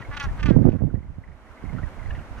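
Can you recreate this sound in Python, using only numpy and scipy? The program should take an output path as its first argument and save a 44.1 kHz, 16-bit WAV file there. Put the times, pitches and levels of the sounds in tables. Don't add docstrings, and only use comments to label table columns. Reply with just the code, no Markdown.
import sys
import numpy as np
from scipy import signal
from scipy.io import wavfile
from scipy.ndimage import uniform_filter1d

SR = 44100
rng = np.random.default_rng(int(sys.argv[2]) if len(sys.argv) > 2 else 0)


def output_pcm(signal):
    pcm = np.clip(np.atleast_2d(signal).T, -1, 1) * 32767
    wavfile.write(sys.argv[1], SR, np.round(pcm).astype(np.int16))


def ratio_of_db(decibels):
    return 10 ** (np.asarray(decibels, float) / 20)


N = 105840

# time_s, level_db, pitch_hz, mouth_above_level_db, treble_above_level_db
CALL_CURVES = [
    [(0, -39.5, 279.8, -18, -38), (.012, -47, 277.9, -26, -27.5), (.022, -45, 275, -4, -21),
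     (.034, -57, 271.8, -12, -24), (.06, -55, 267.8, -16, -28)],
    [(.106, -58, 287.8, -16, -28), (.112, -42, 287.2, -20, -39), (.13, -38, 283.6, -13, -31),
     (.15, -39, 292.7, -14, -25), (.163, -57, 293.6, -2, -28), (.169, -32.5, 298.1, -14, -20),
     (.174, -32, 286.8, 0, -23), (.184, -42, 280.4, -10, -41), (.19, -51, 283, -24, -26),
     (.196, -48, 290.2, -1, -22), (.2, -34.5, 293.2, -3, -6.5), (.21, -33.5, 285.9, -6, -43),
     (.228, -35.5, 282.4, -15, -17), (.244, -35, 274.7, -13, -17.5), (.256, -36, 272.4, -15, -28),
     (.272, -51, 262.8, -9, -38), (.285, -58, 264, -18, -28)],
    [(.367, -81, 323.1, -21, -14), (.374, -44.5, 326.9, -23, -32), (.388, -47.5, 313.5, -14, -33),
     (.398, -38.5, 309.4, -12, -30), (.41, -42, 305.4, -2, -22), (.418, -56, 297.2, -17, -21),
     (.426, -53, 302.6, -14, -21), (.43, -33.5, 294.8, 4, -20.5), (.442, -41, 292.8, -3.5, -18),
     (.448, -56, 299.9, -16, -29), (.454, -52, 298.4, -7, -26), (.458, -37, 299, 3, -13),
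     (.47, -39.5, 300, 1.5, -20), (.478, -37.5, 290.8, -10, -30), (.502, -39.5, 278.6, 3, -20),
     (.515, -46, 267.8, -15.5, -25.5), (.56, -51, 262.5, -23, -30)],
    [(.622, -64, 304, -14, -30), (.63, -57, 303.8, -17.5, -36), (.666, -52, 308, -6, -19),
     (.678, -65, 301.6, -12, -33), (.69, -57, 299, -5, -17), (.702, -51.5, 298.2, -6, -28),
     (.712, -69, 300, -7, -21), (.719, -55, 288.6, -1.5, -17.5), (.74, -59, 291.8, -5.5, -25.5),
     (.766, -51, 279.6, -16, -30), (.776, -66.5, 278.2, -22.5, -20.5), (.79, -53.5, 273, -18.5, -36),
     (.81, -63.5, 264.8, -22, -34.5)],
    [(2.35, -69, 300, -16, -26), (2.37, -55, 299.5, -14, -20), (2.385, -52, 297, -8, -10),
     (2.4, -56, 297, -14, -15)],
]
# time_s, rasp (0-1)
RASP_CURVE = [(0, .5), (.1, .3), (.165, .4), (.2, .45), (.215, .15), (.28, .15), (.37, .45), (.44, .3),
              (.46, .3), (.475, .15), (.56, .15), (.62, .45), (.72, .35), (.8, .2), (2.3, .6)]
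# centre_hz, width_hz, relative_db
THROAT_RESONANCES = [(873, 270, -4.5), (1207, 130, 4.5), (1446, 135, 6), (1622, 272, 3.5),
                     (2050, 500, -3.5)]
# centre_hz, width_hz, relative_db
MOUTH_RESONANCES = [(2490, 490, 11), (3100, 250, 0.5), (3760, 130, -13)]
# centre_hz, width_hz, relative_db
BILL_RESONANCES = [(4730, 420, 11), (5880, 820, 13.5), (8400, 3000, -18), (11500, 3600, -17)]
# delay_s, level_db
CLIFF_ECHOES = [(.011, -17.5), (.023, -16.5), (.037, -31), (.058, -34)]

# time_s, level_db (before a fixed lift)
BACKGROUND_LEVEL = [(0.0, -70), (0.37, -69), (0.76, -79.5), (0.94, -82.5), (1.26, -81), (1.64, -72),
                    (1.92, -70), (2.4, -70.5)]
# centre_hz, relative_db
SURF_COLOUR = [(71, -29.5), (120, -5.5), (198, -28.5), (242, 5.5), (302, -5), (400, -3), (1050, -4),
               (2070, -11.5), (3030, -24.5), (13100, -36.5), (14500, -43)]
# centre_hz, likeness (0-1)
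SURF_LIKENESS = [(100, .3), (300, 0.86), (700, 0.99), (1600, 0.42), (3000, 0.44), (5000, 0.2), (9000, 0.1),
                 (14000, 0.12)]
# centre_hz, left_minus_right_db
SURF_PAN = [(60, 0), (180, -4.5), (530, 0.5), (1590, -4.5), (4750, 7.5), (14200, -5)]

# time_s, gust_db
LEFT_GUST = [(0, -32), (.06, -57), (.09, -30.5), (.17, -45), (.24, -34), (.35, -34.5), (.5, -31.5),
             (.68, -39.5), (.82, -48), (.9, -38.5), (1.1, -52), (1.22, -47), (1.45, -63), (1.6, -54),
             (1.7, -50), (1.9, -47), (2.05, -48), (2.13, -32), (2.25, -54.5), (2.4, -43)]
# time_s, gust_db (before its exposure is added), deep_bass_boost_db
RIGHT_GUST = [(0.0, -41, 3), (0.09, -55.5, 19.5), (0.17, -66, -3), (0.28, -36, 9), (0.35, -45.5, 8.5),
              (0.51, -15.5, -4), (0.53, -17.5, -7), (0.56, -13.5, 3.5), (0.59, -17.5, -19),
              (0.64, -22.5, -5), (0.69, -12.5, -9.5), (0.71, -20.5, 0), (0.76, -23.5, -19.5),
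              (0.78, -27.5, 5), (0.83, -22.5, -2), (0.89, -27.5, -6.5), (1.15, -44.5, 5), (1.18, -38.5, -8),
              (1.26, -47.5, -9), (1.29, -40, 4), (1.43, -64.5, 10), (1.61, -63.5, 6.5), (1.64, -30.5, -2.5),
              (1.69, -43, 7.5), (1.75, -27.5, -7.5), (1.83, -30, 4), (1.88, -40, 10.5), (1.93, -49, 4),
              (2.12, -34.5, 14), (2.17, -37, 2), (2.23, -50, 6.5), (2.4, -43, 5)]
# time_s, above_smallest_eddy_db
THUMPS = [(.1, 23), (0.488, 6), (0.503, 11), (.563, 15), (0.652, 11.5), (.689, 4), (.82, 14), (0.836, 15),
          (0.923, 12.5), (0.94, 18), (1.182, 16.5), (1.292, 13.5), (1.65, 12.5), (1.748, 13)]
# centre_hz, relative_db, follow_db_per_db
WIND_BANDS = [(24.3, 4, 1.01), (52.5, 3, 0.8257), (105.1, 2, 0.9875), (212.8, -10.5, 1.5179),
              (432, -23, 1.3416), (850, -45, 1.438), (1550, -59, 1.4017), (3200, -86, 1.4)]

# start_s, relative_level_db, pitch_hz
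CHATTER_NOTES = [(0.0191, -35.5, 1850), (0.0473, -41, 2160), (0.284, -39, 1760), (0.8993, -49.5, 1430),
                 (0.9471, -45, 1860), (0.989, -51, 2000), (1.0244, -54, 2030), (1.2347, -47.5, 1910),
                 (1.274, -47.5, 1960), (1.3149, -47, 1970), (1.4621, -49, 1880), (1.506, -44.5, 1364),
                 (1.5723, -46.5, 2050), (1.6122, -47, 2160), (1.6487, -45.5, 2140), (1.6896, -43, 2100),
                 (1.7248, -42, 1916), (1.7614, -43, 1935), (1.7811, -31, 1440), (1.8267, -37.5, 1907),
                 (1.8674, -43, 1520), (1.9875, -41.5, 2060), (2.0238, -44, 1950), (2.0567, -41.5, 1984),
                 (2.1034, -35, 1740), (2.148, -37, 1900), (2.1875, -43.5, 1380), (2.3741, -46.5, 1320)]

LOW_LAG_S, HIGH_LAG_S = .00003, .00014


def rms_one(x):
    return x / np.sqrt(np.mean(x ** 2) + 1e-20)


def in_time(rows):
    s, *columns = np.transpose(rows)
    return [np.interp(np.arange(N) / SR, s, column) for column in columns]


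def at_hz(points, hz):
    table_hz, values = np.transpose(points)
    return np.interp(np.log(hz), np.log(table_hz + 1), values)


def drift(rate_hz):
    r = np.exp(-40 * np.pi * rate_hz / SR)
    noise = rng.standard_normal(N // 20 + 2002)
    slow = signal.lfilter([1], [1, -2 * r, r * r], noise)[2000:]
    return np.interp(np.arange(N) / 20, np.arange(len(slow)), rms_one(slow))


def resonate(x, hz, width_hz):
    r = np.exp(-np.pi * width_hz / SR)
    feedback = [1, -2 * r * np.cos(2 * np.pi * hz / SR), r * r]
    return signal.lfilter([(1 - r * r) / 2, 0, (r * r - 1) / 2], feedback, x)


def band(x, low_hz, high_hz):
    return signal.sosfilt(signal.butter(2, [low_hz, high_hz], "band", fs=SR, output="sos"), x)


def place(x, pan_db, lag_s):
    left, right = np.broadcast_to(x, (2, N))
    late = np.interp(np.arange(N) - lag_s * SR, np.arange(N), right)
    return np.array([left * ratio_of_db(pan_db / 2), late * ratio_of_db(-pan_db / 2)])


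def ring_tract(drive, resonances, alternate):
    waver_db, waver_hz = 1.8, 15
    ringing = 0
    for k, (hz, width_hz, db) in enumerate(resonances):
        sign = (-1) ** k if alternate else 1
        gain = ratio_of_db(db + waver_db * drift(waver_hz))
        ringing = ringing + sign * gain * resonate(drive, hz, width_hz)
    return rms_one(band(ringing, resonances[0][0] * 0.59, resonances[-1][0] * 1.9))


def cliff_echoes(voice):
    out, dull = voice.copy(), band(voice, 550, 4800)
    for k, (delay_s, db) in enumerate(CLIFF_ECHOES):
        delay, side = int(delay_s * SR), k % 2
        out[side, delay:] += ratio_of_db(db) * dull[side, :N - delay]
    return out


def calls():
    jitter, shimmer_db = .012, 1.5
    upper_rasp = .35
    level_db, pitch_hz, mouth_db, treble_db = in_time(np.concatenate(CALL_CURVES))
    rasp, = in_time(RASP_CURVE)
    t = np.arange(N) / SR
    sounding = sum((t > call[0][0]) & (t < call[-1][0]) for call in CALL_CURVES)
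    gate = uniform_filter1d(sounding * 1., size=200)

    phase = np.cumsum(pitch_hz * (1 + jitter * drift(120))) / SR
    pulses = rms_one(np.diff(np.floor(phase), prepend=0) * ratio_of_db(shimmer_db * drift(150)))
    puff = rms_one(rng.standard_normal(N) * np.exp(-1.6 * (phase % 1)))

    # resonances, added noise share, level above the call in dB, pan in dB, lag in s
    parts = ((THROAT_RESONANCES, 0, 0, -3.5, LOW_LAG_S),
             (MOUTH_RESONANCES, upper_rasp, mouth_db, -3.5, .00008),
             (BILL_RESONANCES, upper_rasp, treble_db, 5, .00018))
    voice = 0
    for resonances, more_rasp, above_db, pan_db, lag_s in parts:
        noisy = np.clip(rasp + more_rasp, 0, 1)
        drive = np.sqrt(1 - noisy ** 2) * pulses + noisy * puff
        ringing = ring_tract(drive, resonances, alternate=more_rasp == 0)
        voice = voice + place(ringing * ratio_of_db(level_db + above_db) * gate, pan_db, lag_s)
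    return cliff_echoes(voice)


def surf():
    lift_db, lag_split_hz = 24.5, 2400
    out, together = 0, drift(5.3)
    edges = 100 * 2 ** np.arange(0, 7.6, .5)
    white = rng.standard_normal((2, 2, N))
    for k, (low, high) in enumerate(zip(edges, edges[1:])):
        mid, side = band(white[k % 2], low, high)
        hz = np.sqrt(low * high)
        alike = np.clip(at_hz(SURF_LIKENESS, hz), 0, 1)
        stereo = np.sqrt(1 + alike) * mid + np.sqrt(1 - alike) * side * [[1], [-1]]
        gain = ratio_of_db(at_hz(SURF_COLOUR, hz) + 0.2 * together + 0.54 * drift(36))
        lag_s = HIGH_LAG_S if hz > lag_split_hz else LOW_LAG_S
        out = out + place(gain * stereo, at_hz(SURF_PAN, hz), lag_s)
    level_db, = in_time(BACKGROUND_LEVEL)
    return rms_one(out) * ratio_of_db(level_db + lift_db)


def wind(gust_db, deep_db, thumps):
    eddies_per_s, eddy_spread_db = 290, 3
    lump_db, lump_hz = 3.5, 18.8
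    deep_below_hz = 65
    hits = rng.random(N) < eddies_per_s / SR
    signs = rng.choice([-1, 1], N)
    sizes = ratio_of_db(eddy_spread_db * np.minimum(rng.exponential(1, N), 3))
    eddies = hits * signs * sizes
    for s, db in thumps:
        eddies[int(s * SR)] = -ratio_of_db(db)
    eddies = rms_one(eddies + 1e-18)

    push_db = gust_db + 28.5 + lump_db * drift(lump_hz)
    out = 0
    for k, (hz, db, follow) in enumerate(WIND_BANDS):
        gain = ratio_of_db(db + follow * push_db + deep_db * (hz < deep_below_hz) - 9.5)
        out = out + (-1) ** k * gain * band(eddies, hz / np.sqrt(2), hz * np.sqrt(2))
    return out


def gusts():
    right_exposed_db, left_deep_db = 4.5, 1.5
    left_db, = in_time(LEFT_GUST)
    right_db, right_deep_db = in_time(RIGHT_GUST)
    left = wind(left_db, left_deep_db, [])
    right = wind(right_db + right_exposed_db, right_deep_db, THUMPS)
    return np.array([left, right])


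def chatter():
    rise_s, fall_s, husk_width_hz = .003, .009, 250
    rasp_hz, rasp_width_hz = 2700, 550
    early_rasp_db, late_rasp_db, bright_from_s = -28, -12.5, 2.09
    out, t = np.zeros(N + SR), np.arange(int(.06 * SR)) / SR
    shape = (1 - np.exp(-t / rise_s)) * np.exp(-t / fall_s)
    shape = shape / shape.max()
    for s, db, hz in CHATTER_NOTES:
        noise = rng.standard_normal(len(t))
        husk = rms_one(resonate(resonate(noise, hz, husk_width_hz), hz, husk_width_hz))
        rasp = rms_one(resonate(resonate(noise, rasp_hz, rasp_width_hz), rasp_hz, rasp_width_hz))
        rasp_db = early_rasp_db if s < bright_from_s else late_rasp_db
        note = 0.24 * np.sin(2 * np.pi * hz * t) + 0.43 * husk + ratio_of_db(rasp_db) * rasp
        start = int(s * SR)
        out[start:start + len(t)] += ratio_of_db(db) * note * shape
    return place(out[:N], -3, LOW_LAG_S)


def scene():
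    buffeting = gusts()
    return calls() + chatter() + surf() + buffeting


def top_cut(x):
    return signal.sosfilt(signal.butter(12, 14770, fs=SR, output="sos"), x)


def record(dry):
    cutoff_hz = 14700
    low_pass = signal.cheby2(12, 70, cutoff_hz, fs=SR, output="sos")
    mix = signal.sosfilt(low_pass, np.tanh(dry))
    return top_cut(mix)


dry = scene()
out = record(dry)
output_pcm(out)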